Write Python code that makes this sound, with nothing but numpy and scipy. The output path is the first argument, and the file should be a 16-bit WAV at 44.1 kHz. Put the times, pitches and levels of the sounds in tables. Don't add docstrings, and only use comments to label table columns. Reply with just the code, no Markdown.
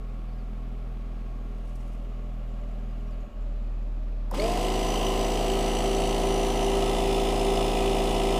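import sys
import numpy as np
from scipy import signal
from scipy.fft import rfft, irfft, next_fast_len
from scipy.io import wavfile
from scipy.ndimage import uniform_filter1d

SR = 44100
rng = np.random.default_rng(int(sys.argv[2]) if len(sys.argv) > 2 else 0)


def persist_wave(psi):
    counts = np.round(np.clip(psi, -1, 1) * 32767).astype(np.int16)
    wavfile.write(sys.argv[1], SR, np.atleast_2d(counts).T)


N = 370110
T = np.arange(N) / SR

# start in seconds, length in seconds, first Hz, last Hz, peak dB before the flutter.
BIRD_CHIRPS = [(.275, .04, 4700, 4250, -71), (.305, .06, 4350, 5300, -74), (.36, .075, 5200, 4100, -73),
               (1.14, .035, 5700, 4700, -74), (2.88, .07, 4650, 5150, -76), (2.95, .08, 5250, 4700, -76),
               (3.06, .045, 5750, 5550, -74), (3.1, .05, 5200, 4250, -73)]
# start in seconds, peak dB.
GRASS_SNAPS = [(1.73, -59), (1.757, -47), (1.806, -64), (1.86, -66), (1.933, -56), (1.95, -59), (3.11, -63)]

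# time in seconds, firing rate in Hz, exhaust level in dB.
FAR_ENGINE = [(0, 41.3, -33), (.6, 41.05, -32.5), (1.4, 40.8, -32.5), (2.2, 40.85, -32.3),
              (2.6, 40.6, -31.6), (3.3, 40.4, -31.3)]
NEAR_ENGINE = [(3.3, 39.4, -29), (3.8, 39.27, -29), (4.2, 39.28, -28.7), (4.6, 38.85, -28.6),
               (5, 38.9, -28.6), (5.4, 38.63, -28.7), (8.39, 38.6, -28.6)]
# multiple of the firing rate, dB relative to the exhaust level.
FAR_EXHAUST = [(.5, -16), (1, 0), (2, -25), (3, -15), (3.5, -33), (4, -27), (5, -19), (5.5, -28), (6, -23),
               (7, -32), (10, -32)]
NEAR_EXHAUST = [(.5, -22), (1, 0), (2, -23), (3, -21), (3.5, -35), (5, -26), (5.5, -30), (6, -33), (7, -31)]
# Hz, relative dB per Hz.
FAR_BAY_SPECTRUM = [(53, -40), (90, -8.5), (130, -14.5), (165, -14.5), (218, -5.5), (328, -10.5),
                    (515, -12.5), (667, -11), (1000, -23), (1120, -15.5), (1480, -29), (2430, -26),
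                    (5880, -42), (13000, -52), (15500, -60)]
NEAR_BAY_SPECTRUM = [(53, -19), (90, -7), (127, -20), (161, -9.5), (213, -2), (328, -8.5), (494, -13),
                     (626, -12), (963, -20.5), (1190, -18), (1450, -25), (3900, -34), (15500, -61.5)]
# centre in Hz, width in Hz, mean level in dB, start and end in seconds.
BAY_RESONANCES = [(585, 34, -58.5, 1.5, 9), (1323, 150, -67, -7, 3.43), (1623, 20, -73, -6, 3.5),
                  (2510, 200, -71.5, 3, 4.3), (2870, 160, -72.5, 1.5, 3.74), (7100, 610, -84, 2, 4.1),
                  (13100, 200, -89, -2, 3.4)]
# mean Hz, level in dB before it wavers, start and end in seconds.
BAY_TONES = [(410, -68, -1, 3.3), (625, -66, 3.3, 9), (740, -68, -1, 3.3), (1098, -67.5, -1, 3.5),
             (6553, -87, .8, 3.5)]
FAR_BAY_DB, NEAR_BAY_DB = -50, -49
DISSOLVE_START_S, DISSOLVE_END_S = 3.22, 3.41
TAPPET_S, TAPPET_HZ, TAPPET_DB = 2.713, 7190, -84

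# multiple of the stroke rate, dB relative to the tone level.
CRANK_PARTIALS = [(1, -47), (2, -45), (3, -40), (4, -39), (5, -42), (6, -40), (8, -48.5), (9, -37.5),
                  (10, -50.5), (11, -46.5), (12, -40), (13, -42), (14, -44), (15, -45.5), (16, -53),
                  (17, -48.5), (18, -50), (19, -54), (20, -82), (21, -57), (22, -82), (23, -59),
                  (24, -60.5)]
# multiple of the motor speed, shift in strokes, dB relative to the tone level.
MOTOR_PARTIALS = [(1, 0, -46), (1, 1, -44), (1, 2, -43), (1, 3, -49), (1, 6, -47), (1, 7, -48), (1, 8, -43),
                  (1, 10, -49), (2, -2, -47), (2, -1, -50), (2, 2, -50), (2, 3, -48), (2, 4, -49),
                  (3, -6, -48), (3, -1, -48), (3, 0, -39), (3, 1, -48), (8, -1, -62), (8, 0, -59),
                  (12, -2, -56), (12, -1, -55), (12, 1, -58)]
# Hz, relative dB per Hz.
CASE_SPECTRUM = [(76, -47), (130, -20.5), (340, -18.5), (391, -2), (449, -3.5), (497, -11), (549, -7),
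                 (741, -7), (1300, -12.5), (1430, -21), (2670, -19), (2890, -19), (3600, -22), (9400, -29),
                 (15500, -43.5)]
# centre in Hz, width in Hz, dB relative to the air level, start and end in seconds.
CASE_RESONANCES = [(1032, 70, -4, 3.6, 5.4), (960, 240, -11.5, 5.94, 9), (1280, 34, -19.5, 5.7, 9),
                   (2020, 130, -18.5, 4.44, 9), (2560, 340, -12, 6.94, 9), (2950, 400, -9.5, 4.47, 9),
                   (3470, 310, -10.5, 6.86, 9), (4520, 290, -19, 4.4, 6.3), (4920, 230, -17, 3.3, 5.5),
                   (5140, 170, -15.5, 6.8, 9), (5940, 200, -10.5, 4.67, 6.84),
                   (7950, 300, -16.5, 4.3, 6.23), (7720, 170, -26, 6.6, 9), (9380, 570, -20, 5.54, 9),
                   (10100, 750, -31, 6.1, 9), (10600, 750, -31, 3.6, 7.1), (13500, 450, -23, 4.4, 5.7),
                   (14200, 700, -28, 4.9, 9)]
# start in seconds, peak dB, Hz within the band.
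PISTON_KNOCKS = [(4.312, -29.5, 880), (4.322, -31, 496), (4.338, -25, 980), (4.345, -35, 3040),
                 (4.374, -32.5, 920)]
# start in seconds, peak dB.
SWITCH_CLICKS = [(4.312, -35), (4.344, -40)]

GEAR = 49 / 11
SWITCH_S, FREE_RATE, SAG_PER_S = 4.312, 57.92, .431
SPIN_UP_RATE, SPIN_UP_S, WARM_RATE, WARM_S = 43, .058, 3.91, 1.585
AIR_DB, AIR_DB_PER_HALVING = -38, 7
TONE_DB, TONE_DB_PER_HALVING, TONE_DB_PER_S = -1, 11, .5
HUM_HZ, HUM_WIDTH_HZ, HUM_DB, HUM_OFF_DB = 394, 7, -31, -40
THROB_S, THROB_DB = 4.96, -42.5
PUFF_S = 6.0375
TOP_HZ = 15450


def undb(db):
    return 10 ** (np.asarray(db) / 20)


def read(table):
    s, *columns = np.transpose(table)
    return [np.interp(T, s, column) for column in columns]


def ramp(span):
    return np.interp(T, span, (0, 1))


def walk(rate):
    steps = np.repeat(rng.standard_normal(int(rate * N / SR) + 2), repeats=8)
    steps = uniform_filter1d(uniform_filter1d(steps, size=8), size=8)
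    return 1.08 * np.interp(T, np.arange(len(steps)) / (8 * rate), steps)


def sine(turns):
    return np.sin(2 * np.pi * turns)


def colour(x, spectrum):
    size = next_fast_len(N)
    hz = np.maximum(np.arange(size // 2 + 1) * SR / size, 1)
    point_hz, point_db = np.transpose(spectrum)
    gain = undb(np.interp(np.log(hz), np.log(point_hz), point_db))
    y = irfft(rfft(x, size) * gain, size)[:N]
    return y / np.std(y)


def burst(s, peak_db, lo_hz, hi_hz, t60):
    out, i, n = np.zeros(N), int(s * SR), np.arange(2000)
    band = signal.butter(2, (lo_hz, min(hi_hz, .45 * SR)), "bandpass", fs=SR, output="sos")
    crack = signal.sosfilt(band, rng.standard_normal(len(n)) * undb(-60 * n / SR / t60))
    out[i:i + len(n)] = crack / np.max(np.abs(crack)) * undb(peak_db)
    return out


def ring(x, rings, fade_s, drift, waver_db):
    out = np.zeros(N)
    for hz, width, db, start, end in rings:
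        span = slice(int(max(start - fade_s, 0) * SR), int((end + fade_s) * SR))
        fade = min(fade_s, (end - start) / 4)
        spin = np.exp(2j * np.pi * np.cumsum(hz * (1 + drift * walk(3.02)[span])) / SR)
        pole = np.exp(-1.55 * np.pi * width / SR)
        y = (signal.lfilter([1], [1, -2 * pole, pole ** 2], x[span] / spin) * spin).real
        on = np.interp(T[span], (start - fade, start + fade, end - fade, end + fade), (0, 1, 1, 0))
        out[span] += on * undb(db + waver_db * walk(7)[span]) * y / np.std(y)
    return out


def swell(peak_s, rise_db_per_s, fall_db_per_s, peak_db, hold_s):
    rise = rise_db_per_s * np.maximum(peak_s - T, 0)
    fall = fall_db_per_s * np.maximum(T - peak_s - hold_s, 0)
    return peak_db - rise - fall


def birds():
    out = np.zeros(N)
    flutter = undb(2 + 3 * walk(60))
    quaver = 1 + .012 * walk(300)
    for s, length, from_hz, to_hz, db in BIRD_CHIRPS:
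        along = np.clip((T - s) / length, 0, 1)
        hz = (from_hz + (to_hz - from_hz) * along) * quaver
        out += undb(db) * np.sin(np.pi * along) * sine(np.cumsum(hz) / SR)
    return out * flutter


def grass():
    grains = rng.standard_normal(N) * undb(3 * walk(120))
    spectrum = [(3000, -29), (5500, -12), (10000, -15), (15000, -27)]  # Hz, relative dB
    level = swell(1.74, rise_db_per_s=50, fall_db_per_s=130, peak_db=-70.5, hold_s=.2)
    snaps = sum(burst(s, db, 3600, 12000, .027) for s, db in GRASS_SNAPS)
    return undb(level) * colour(grains, spectrum) + snaps


def bay_whines():
    out = np.zeros(N)
    for hz, db, start, end in BAY_TONES:
        on = ramp((start - .1, start + .1)) - ramp((end - .1, end + .1))
        turns = np.cumsum(hz * (1 + .003 * walk(20))) / SR
        out += on * undb(db + 3.5 * walk(25)) * sine(turns)
    return np.sqrt(2) * out


def exhaust(turns, level_db, partials):
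    out = np.zeros(N)
    for k, db in partials:
        waver_db = min(.4 * (k - 1) ** 2, 1.5)
        out += undb(db + waver_db * walk(12)) * np.sin(2 * np.pi * k * turns + np.pi / 5 * (k - 1))
    return np.sqrt(2) * undb(level_db) * out


def engine_bay(turns, spectrum, level_db):
    swing_db = .43 * np.cos(2 * np.pi * turns) + .44 * np.cos(4 * np.pi * turns)
    swing_db += .43 * np.cos(np.pi * turns) + .34 * walk(4.1)
    return undb(level_db) * colour(undb(swing_db) * rng.standard_normal(N), spectrum)


def tappet(turns):
    cycle = (turns - turns[int(TAPPET_S * SR)]) / 4 % 1
    tick = np.exp(-cycle / .04) * rng.standard_normal(N)
    return ring(tick, [(TAPPET_HZ, 600, TAPPET_DB, 2.5, 3.7)], .3, .003, 1.5)


def van():
    far_hz, far_db = read(FAR_ENGINE)
    near_hz, near_db = read(NEAR_ENGINE)
    far_turns, near_turns = np.cumsum(far_hz) / SR, np.cumsum(near_hz) / SR
    middle = int((DISSOLVE_START_S + DISSOLVE_END_S) / 2 * SR)
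    near_turns += far_turns[middle] - near_turns[middle] + .5
    far = exhaust(far_turns, far_db, FAR_EXHAUST) + tappet(far_turns)
    far += engine_bay(far_turns, FAR_BAY_SPECTRUM, FAR_BAY_DB)
    near = exhaust(near_turns, near_db, NEAR_EXHAUST) + tappet(near_turns)
    near += engine_bay(near_turns, NEAR_BAY_SPECTRUM, NEAR_BAY_DB)
    mix = ramp((DISSOLVE_START_S, DISSOLVE_END_S))
    rings = ring(rng.standard_normal(N), BAY_RESONANCES, .15, .002, 1.2)
    return (1 - mix) * far + mix * near + rings + bay_whines()


def stroke_rate(on_s):
    spin_up = SPIN_UP_RATE * np.exp(-on_s / SPIN_UP_S)
    warming = WARM_RATE * np.exp(-on_s / WARM_S)
    return FREE_RATE - spin_up - warming - SAG_PER_S * on_s


def crank_and_motor(turns):
    lines = list(CRANK_PARTIALS) + [(h * GEAR + k, db) for h, k, db in MOTOR_PARTIALS]
    return sum(undb(db + .59 * walk(8)) * sine(k * turns + rng.random()) for k, db in lines)


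def starting_strain(turns):
    level = swell(SWITCH_S + .085, rise_db_per_s=300, fall_db_per_s=150, peak_db=-38, hold_s=.14)
    motor = GEAR * turns
    return undb(level) * undb(3 * walk(35)) * (sine(2 * motor) + 1.5 * sine(3 * motor))


def case_hum(turns, rate, halvings):
    resonance = undb(HUM_DB) / np.hypot(1, 2 * (7 * rate - HUM_HZ) / HUM_WIDTH_HZ) ** 2
    gain = resonance + undb(HUM_OFF_DB - TONE_DB_PER_HALVING * halvings)
    since = turns - turns[int(THROB_S * SR)]
    return gain * sine(7 * since) - undb(THROB_DB) * sine((7 - 1 / 22) * since)


def compression(turns):
    angle = turns - turns[int(PUFF_S * SR)] + 200
    strength = undb(1.1 * rng.standard_normal(400)[angle.astype(int)])
    puff = strength * np.exp(-(angle % 1) / .24)
    return angle, uniform_filter1d(puff, size=150)


def gear_whine(turns, load):
    level = swell(SWITCH_S + .09, rise_db_per_s=500, fall_db_per_s=130, peak_db=-41, hold_s=.02)
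    gain = undb(level) + undb(-68)
    teeth = sine(49 * turns) + .9 * sine(98 * turns)
    return 4 * load ** 2 * undb(6.2 * walk(90)) * gain * teeth


def air_and_chatter(angle, load):
    pattern = rng.standard_normal(800)
    pattern = pattern - uniform_filter1d(pattern, size=20, mode="wrap")
    teeth = np.interp(angle % 1, np.linspace(0, 1, 800), pattern)
    grind = .57 * teeth + rng.standard_normal(N)
    chatter = (.92 + load) * grind
    cross = signal.butter(2, 1100, fs=SR, output="sos")
    steady = 1.01 * rng.standard_normal(N)
    air = colour(chatter + signal.sosfiltfilt(cross, steady - chatter), CASE_SPECTRUM)
    return undb(4) * air + ring((.2 + load) * grind, CASE_RESONANCES, .25, .0043, 1.6)


def inflator():
    on_s = np.maximum(T - SWITCH_S, 0)
    rate = stroke_rate(on_s)
    turns = np.cumsum(rate) / SR
    halvings = np.log2(rate.max() / rate)
    tone_db = TONE_DB - TONE_DB_PER_HALVING * halvings + TONE_DB_PER_S * on_s
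    air_db = AIR_DB - AIR_DB_PER_HALVING * halvings
    angle, load = compression(turns)
    tones = undb(tone_db) * crank_and_motor(turns)
    tones += case_hum(turns, rate, halvings) + starting_strain(turns)
    air = undb(air_db) * air_and_chatter(angle, load)
    running = np.sqrt(2) * tones + air + gear_whine(turns, load)
    knocks = sum(burst(s, db, hz / 1.32, hz * 1.14, .073) for s, db, hz in PISTON_KNOCKS)
    clicks = sum(burst(s, db, 4800, 16000, .029) for s, db in SWITCH_CLICKS)
    return ramp((SWITCH_S, 4.345)) * running + knocks + clicks


def scene():
    return (birds() + grass() + van() + inflator())[None]


def record(dry):
    hiss = undb(-77.5) * rng.standard_normal(dry.shape)
    top_cut = signal.ellip(10, .2, 80, TOP_HZ, fs=SR, output="sos")
    return signal.sosfilt(top_cut, dry + hiss)


dry = scene()
out = record(dry)
persist_wave(out)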